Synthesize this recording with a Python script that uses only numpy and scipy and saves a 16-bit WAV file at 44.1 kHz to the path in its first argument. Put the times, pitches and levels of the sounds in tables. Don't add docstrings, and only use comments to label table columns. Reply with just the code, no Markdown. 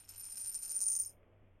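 import sys
import numpy as np
from scipy import signal
from scipy.fft import rfft, irfft, next_fast_len
from scipy.io import wavfile
from scipy.ndimage import map_coordinates

SR = 44100
rng = np.random.default_rng(int(sys.argv[2]) if len(sys.argv) > 2 else 0)


def int16_out(signal):
    q = np.round(np.clip(np.atleast_2d(signal).T, -1, 1) * 32767)
    wavfile.write(sys.argv[1], SR, q.astype(np.int16))


N = 70560

# (t/s, relative tick level/dB, relative level of the main ring/dB)
HITS = [(0.001, -51.5, -52.5), (0.0432, -57.5, -85), (0.0506, -58, -64), (0.0789, -61, -71),
        (0.086, -59.5, -56), (0.0901, -43.5, -51.5), (0.094, -43, -48), (0.0976, -46, -53),
        (0.1035, -46.5, -69), (0.1095, -51.5, -50), (0.12, -52, -59), (0.125, -51, -70),
        (0.1372, -48, -55.5), (0.1485, -49, -77), (0.1584, -51, -50), (0.1697, -51, -53),
        (0.1794, -48.5, -47), (0.197, -43.5, -45), (0.2084, -43, -47), (0.214, -46, -56.5),
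        (0.2235, -52.5, -46.5), (0.2352, -48, -41), (0.2438, -40.5, -51), (0.254, -40.5, -47),
        (0.2628, -46.5, -42.5), (0.298, -50.5, -45.5), (0.31, -43, -45), (0.3189, -46.5, -42),
        (0.3238, -40.5, -39.5), (0.3286, -47.5, -44), (0.347, -48, -60), (0.3564, -41.5, -44),
        (0.371, -38, -40), (0.3785, -37, -40), (0.3977, -41, -43), (0.4041, -46, -40.5),
        (0.4131, -41, -36.5), (0.4388, -45, -40), (0.4472, -36, -43), (0.4601, -36.5, -37),
        (0.4631, -49, -46), (0.4667, -54, -39), (0.4729, -36.5, -39), (0.481, -44, -36.5),
        (0.4934, -40.5, -37), (0.4983, -43, -40), (0.508, -50, -48.5), (0.5155, -47, -53),
        (0.525, -43, -46), (0.5366, -41, -43.5), (0.5452, -29.5, -41), (0.5501, -38.5, -33),
        (0.554, -44.5, -42.5), (0.5568, -34.5, -35), (0.5789, -42.5, -63), (0.589, -44.5, -42),
        (0.6167, -49.5, -44.5), (0.6245, -39, -41), (0.6295, -38.5, -36.5), (0.6341, -38, -38.5),
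        (0.6397, -38, -47.5), (0.6433, -42, -46.5), (0.6496, -38.5, -38.5), (0.6576, -37.5, -41.5),
        (0.663, -40.5, -42), (0.6784, -42.5, -46.5), (0.6943, -32.5, -40), (0.7016, -39, -35),
        (0.708, -34, -39.5), (0.7131, -38.5, -35.5), (0.7203, -31.5, -43), (0.726, -44, -38),
        (0.7436, -39, -38), (0.7491, -38, -36.5), (0.7556, -42, -33.5), (0.764, -32.5, -29),
        (0.7806, -42, -40), (0.7915, -35.5, -43.5), (0.8051, -28.5, -35), (0.815, -28, -31),
        (0.8218, -31, -28.5), (0.827, -35.5, -35), (0.8302, -35, -32), (0.8407, -29.5, -35),
        (0.8578, -34.5, -33), (0.8656, -37, -26), (0.8827, -30.5, -28), (0.8866, -29.5, -36),
        (0.8923, -38, -35.5), (0.9006, -33.5, -29), (0.9157, -47, -30), (0.9184, -33, -30.5),
        (0.9231, -34, -33.5), (0.9306, -32.5, -32), (0.9371, -36, -33.5), (0.9529, -27, -34.5),
        (0.9643, -28, -29.5), (0.9784, -46.5, -46), (0.9894, -37.5, -35.5), (0.9936, -43, -39.5),
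        (0.9985, -33, -27), (1.0151, -37.5, -39), (1.0209, -40, -39), (1.0356, -39, -43),
        (1.0392, -48.5, -49), (1.0489, -39.5, -59.5), (1.0597, -56.5, -39), (1.069, -49, -41.5),
        (1.0803, -56, -55.5), (1.0932, -54.5, -49.5), (1.0959, -54, -55.5), (1.1116, -60.5, -66.5)]


def amp(db):
    return 10 ** (np.asarray(db) / 20)


def unit(x):
    return x / np.sqrt(np.mean(x ** 2) + 1e-20)


def along(points, hz):
    f, v = np.transpose(points)
    return np.interp(np.log(hz + 1), np.log(f + 1), v)


def curve(points):
    return np.interp(np.arange(N) / SR, *np.transpose(points))


def wobble(per_s):
    knots = rng.standard_normal(int(N * per_s / SR) + 4)
    return map_coordinates(knots, [np.arange(N) * per_s / SR])


def coloured(x, points):
    m = 2 * next_fast_len(N)
    gain = amp(along(points, np.fft.rfftfreq(m, 1 / SR)))
    cepstrum = irfft(np.log(gain), m)
    cepstrum[1:m // 2] *= 2
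    cepstrum[m // 2 + 1:] = 0
    return irfft(rfft(x, m) * np.exp(rfft(cepstrum)), m)[..., :N]


def pulses(times, sizes):
    return np.bincount(np.clip(np.round(times * SR).astype(int), 0, N - 1), sizes, N)


def background():
    rumble_eq = [(20, -0.5), (35, -1.5), (60, -7), (130, -13.5), (250, -15.5), (500, -24.5), (1450, -29.5),
                 (2200, -27.5), (3400, -36.5), (3900, -56), (15000, -55.5)]
    hum_fader = [(0.0, -74), (0.098, -67), (0.386, -78), (0.454, -65.5), (0.574, -86.5), (0.992, -79),
                 (1.024, -67), (1.216, -70), (1.256, -82), (1.332, -66), (1.536, -67.5), (1.6, -74)]
    hum_hz = 95.8 + 3.7 * wobble(per_s=12)
    phase = 2 * np.pi * np.cumsum(hum_hz) / SR
    hum = amp(curve(hum_fader) - 0.5) * np.sqrt(2) * np.sin(phase)
    rumble = amp(-68) * unit(coloured(rng.standard_normal(N), rumble_eq))
    return hum + rumble


def room(x):
    decay_times = [(300, 0.47), (5000, 0.11), (9000, 0.1), (15000, .22)]
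    hz, t, noise = signal.stft(rng.standard_normal(SR // 2), SR, nperseg=256)
    decay = np.exp(-np.log(1000) * t / along(decay_times, hz)[:, None])
    tail = signal.istft(noise * decay, SR, nperseg=256)[1]
    return signal.fftconvolve(x, tail / np.linalg.norm(tail))[:N]


def early_reflections(x):
    delays_s = 0.011 * rng.random(size=12)
    sizes = rng.standard_normal(size=12)
    return signal.fftconvolve(x, pulses(delays_s, sizes / np.linalg.norm(sizes)))[:N]


def rolling():
    roll_fader = [(0, -82), (.55, -82), (.7, -74), (.85, -74), (1.25, -72.5), (1.45, -73), (1.6, -76.5)]
    roll_eq = [(100, -11), (200, -0.5), (400, 1), (540, 1.5), (630, 2), (730, -4), (850, -11), (1200, -11),
               (1500, -24), (2200, -18), (3300, -28), (3900, -55.5)]
    level_db = curve(roll_fader) + 2.5 * wobble(per_s=14)
    return amp(level_db) * unit(coloured(rng.standard_normal(N), roll_eq))


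def taps():
    bumps = [(1.231, -40.5), (1.475, -47.5)]
    tap_eq = [(200, -5), (700, 2), (1500, -3), (2400, 0), (3300, -10), (4000, -36)]
    times, level_db = np.transpose(bumps)
    return coloured(pulses(times, amp(level_db)), tap_eq)


def landing(at_s=.9987):
    click_eq = [(200, -45), (5000, -28), (7000, -8), (11500, -12), (13000, -2.5), (15500, 0.5)]
    return coloured(pulses(np.array([at_s]), amp([-22])), click_eq)


def fine_rattle(per_s=520, scatter_db=4.5):
    touches = rng.random(N) < per_s / SR
    signs = rng.choice([-1, 1], N)
    return touches * signs * amp(scatter_db * rng.standard_normal(N))


def funnel_body():
    wall_eq = [(150, -10.5), (600, -9), (760, -5), (890, 1.5), (1080, -9), (1550, 1), (2050, -4),
               (2650, 3.5), (3450, -3), (4200, -1.5), (5200, -17.5), (9000, -42)]
    wall_fader = [(0, -71), (.07, -75.5), (.1, -69.5), (.25, -69), (.29, -73), (.36, -68), (.55, -71),
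                  (.6, -72.5), (.66, -71.5), (.8, -71.5), (.96, -76.5), (1.02, -80), (1.12, -94.5),
                  (1.2, -115)]
    times, tick_db, _ = np.transpose(HITS)
    compressed_db = 0.35 * (tick_db - tick_db.mean())
    force = pulses(times, amp(compressed_db)) + amp(-9) * fine_rattle()
    return amp(curve(wall_fader)) * unit(coloured(force, wall_eq))


def restruck_mode(times, level_db, hz, t60, kick_rad, detune_hz, attack_s=.00035):
    t = np.arange(N) / SR
    last_hit = np.maximum(np.searchsorted(times, t, side="right") - 1, 0)
    knock, detune = rng.standard_normal((len(times), 2)).T
    phase = np.cumsum(kick_rad * knock)[last_hit]
    phase += 2 * np.pi * np.cumsum(detune_hz * detune[last_hit]) / SR
    decay = np.exp(-np.log(1000) * np.abs(t - times[last_hit]) / t60)
    swing = (t >= times[0]) * amp(level_db[last_hit]) * decay * np.exp(1j * phase)
    pole = np.exp(-2 / (attack_s * SR))
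    swing = signal.lfilter([(1 - pole) ** 2], np.poly([pole, pole]), swing)
    return np.imag(swing * np.exp(2j * np.pi * hz * t))


def rings():
    weak_modes = [(5068, -62, 0.11), (5331, -56.5, .13), (11875, -53.5, 0.14)]
    knee_db, scatter_db = -43.5, 3.5
    times, tick_db, ring_db = np.transpose(sorted(map(tuple, HITS)))
    ring = restruck_mode(times, ring_db + .5, hz=9101, t60=.14, kick_rad=0.36, detune_hz=0)
    ring *= amp(0.85 * wobble(per_s=220))
    soft_hit_db = np.minimum(tick_db - knee_db, 0)
    for hz, mode_db, t60 in weak_modes:
        level_db = mode_db + soft_hit_db + scatter_db * rng.standard_normal(len(times))
        flutter = amp(3 * wobble(per_s=120))
        ring += flutter * restruck_mode(times, level_db, hz, t60, kick_rad=.7, detune_hz=24)
    return ring


def ticks():
    rattle_fader = [(0, -66), (.07, -68), (.095, -56), (.29, -58.5), (.4, -49.5), (.55, -58.5), (.6, -56),
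                    (.8, -54), (.95, -54), (1.03, -55), (1.08, -64), (1.13, -76.5), (1.2, -120)]
    inside_eq = [(200, -40), (2700, -25), (3500, -23.5), (4500, -8), (5600, -0.5), (8300, -0.5), (9800, -7),
                 (12500, -9), (15500, -23.5)]
    outlet_eq = [(200, -50), (2700, -33), (3600, -31), (4700, -16), (5700, -3), (6500, 0), (8300, -4.5),
                 (9800, -9), (12500, -21), (15500, -22.5)]
    track_modes = [(6450, -13.5, 0.0084), (6670, -9, 0.0087)]
    exit_middle_s, exit_length_s = 0.75, 0.41
    times, tick_db, _ = np.transpose(HITS)
    t = np.arange(N) / SR
    force = pulses(times, amp(tick_db)) + fine_rattle() * amp(curve(rattle_fader))
    at_outlet = np.clip((t - exit_middle_s) / exit_length_s + .5, 0, 1)
    inside = amp(15.5) * coloured(force * (1 - at_outlet), inside_eq)
    outlet = amp(18.5) * coloured(force * at_outlet, outlet_eq)
    age = t[:SR // 20]
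    ping = sum(amp(db) * np.exp(-np.log(1000) * age / t60) * np.cos(2 * np.pi * hz * age)
               for hz, db, t60 in track_modes)
    plastic = signal.fftconvolve(force * at_outlet ** 2, ping)[:N]
    return inside + outlet + plastic


def scene():
    send_eq = [(300, 1.5), (4000, -0.5), (6500, 1), (11000, -0.5), (12800, 4.5), (15500, 2)]
    notch_eq = [(9250, 0.5), (9600, -5), (10000, -28), (10800, -18), (11300, -3.5), (11700, 0.5)]
    bed_width = [(30, -32), (150, -36.5), (350, -30.5), (650, -23), (1400, -23), (3000, -27)]
    tick_send_db, ring_send_db = -8.5, -10
    tick_width, ring_width = 0.21, 0.25
    tick = ticks() + funnel_body() + landing() + taps()
    ring = rings()
    tick_send = amp(tick_send_db) * coloured(tick, send_eq)
    ring_send = amp(ring_send_db) * ring
    ball = tick + ring + amp(-27) * early_reflections(tick) + room(tick_send + ring_send)
    mid = coloured(ball, notch_eq) + rolling() + background()
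    side_tail = room(tick_width * tick_send + ring_width * ring_send)
    side = coloured(side_tail, notch_eq) + coloured(rolling() + background(), bed_width)
    return np.array([mid + side, mid - side])


def record(dry):
    top_hz = 15830
    m = 2 * next_fast_len(N)
    passband = np.fft.rfftfreq(m, 1 / SR) < top_hz
    return irfft(rfft(dry, m) * passband, m)[..., :N]


dry = scene()
out = record(dry)
int16_out(out)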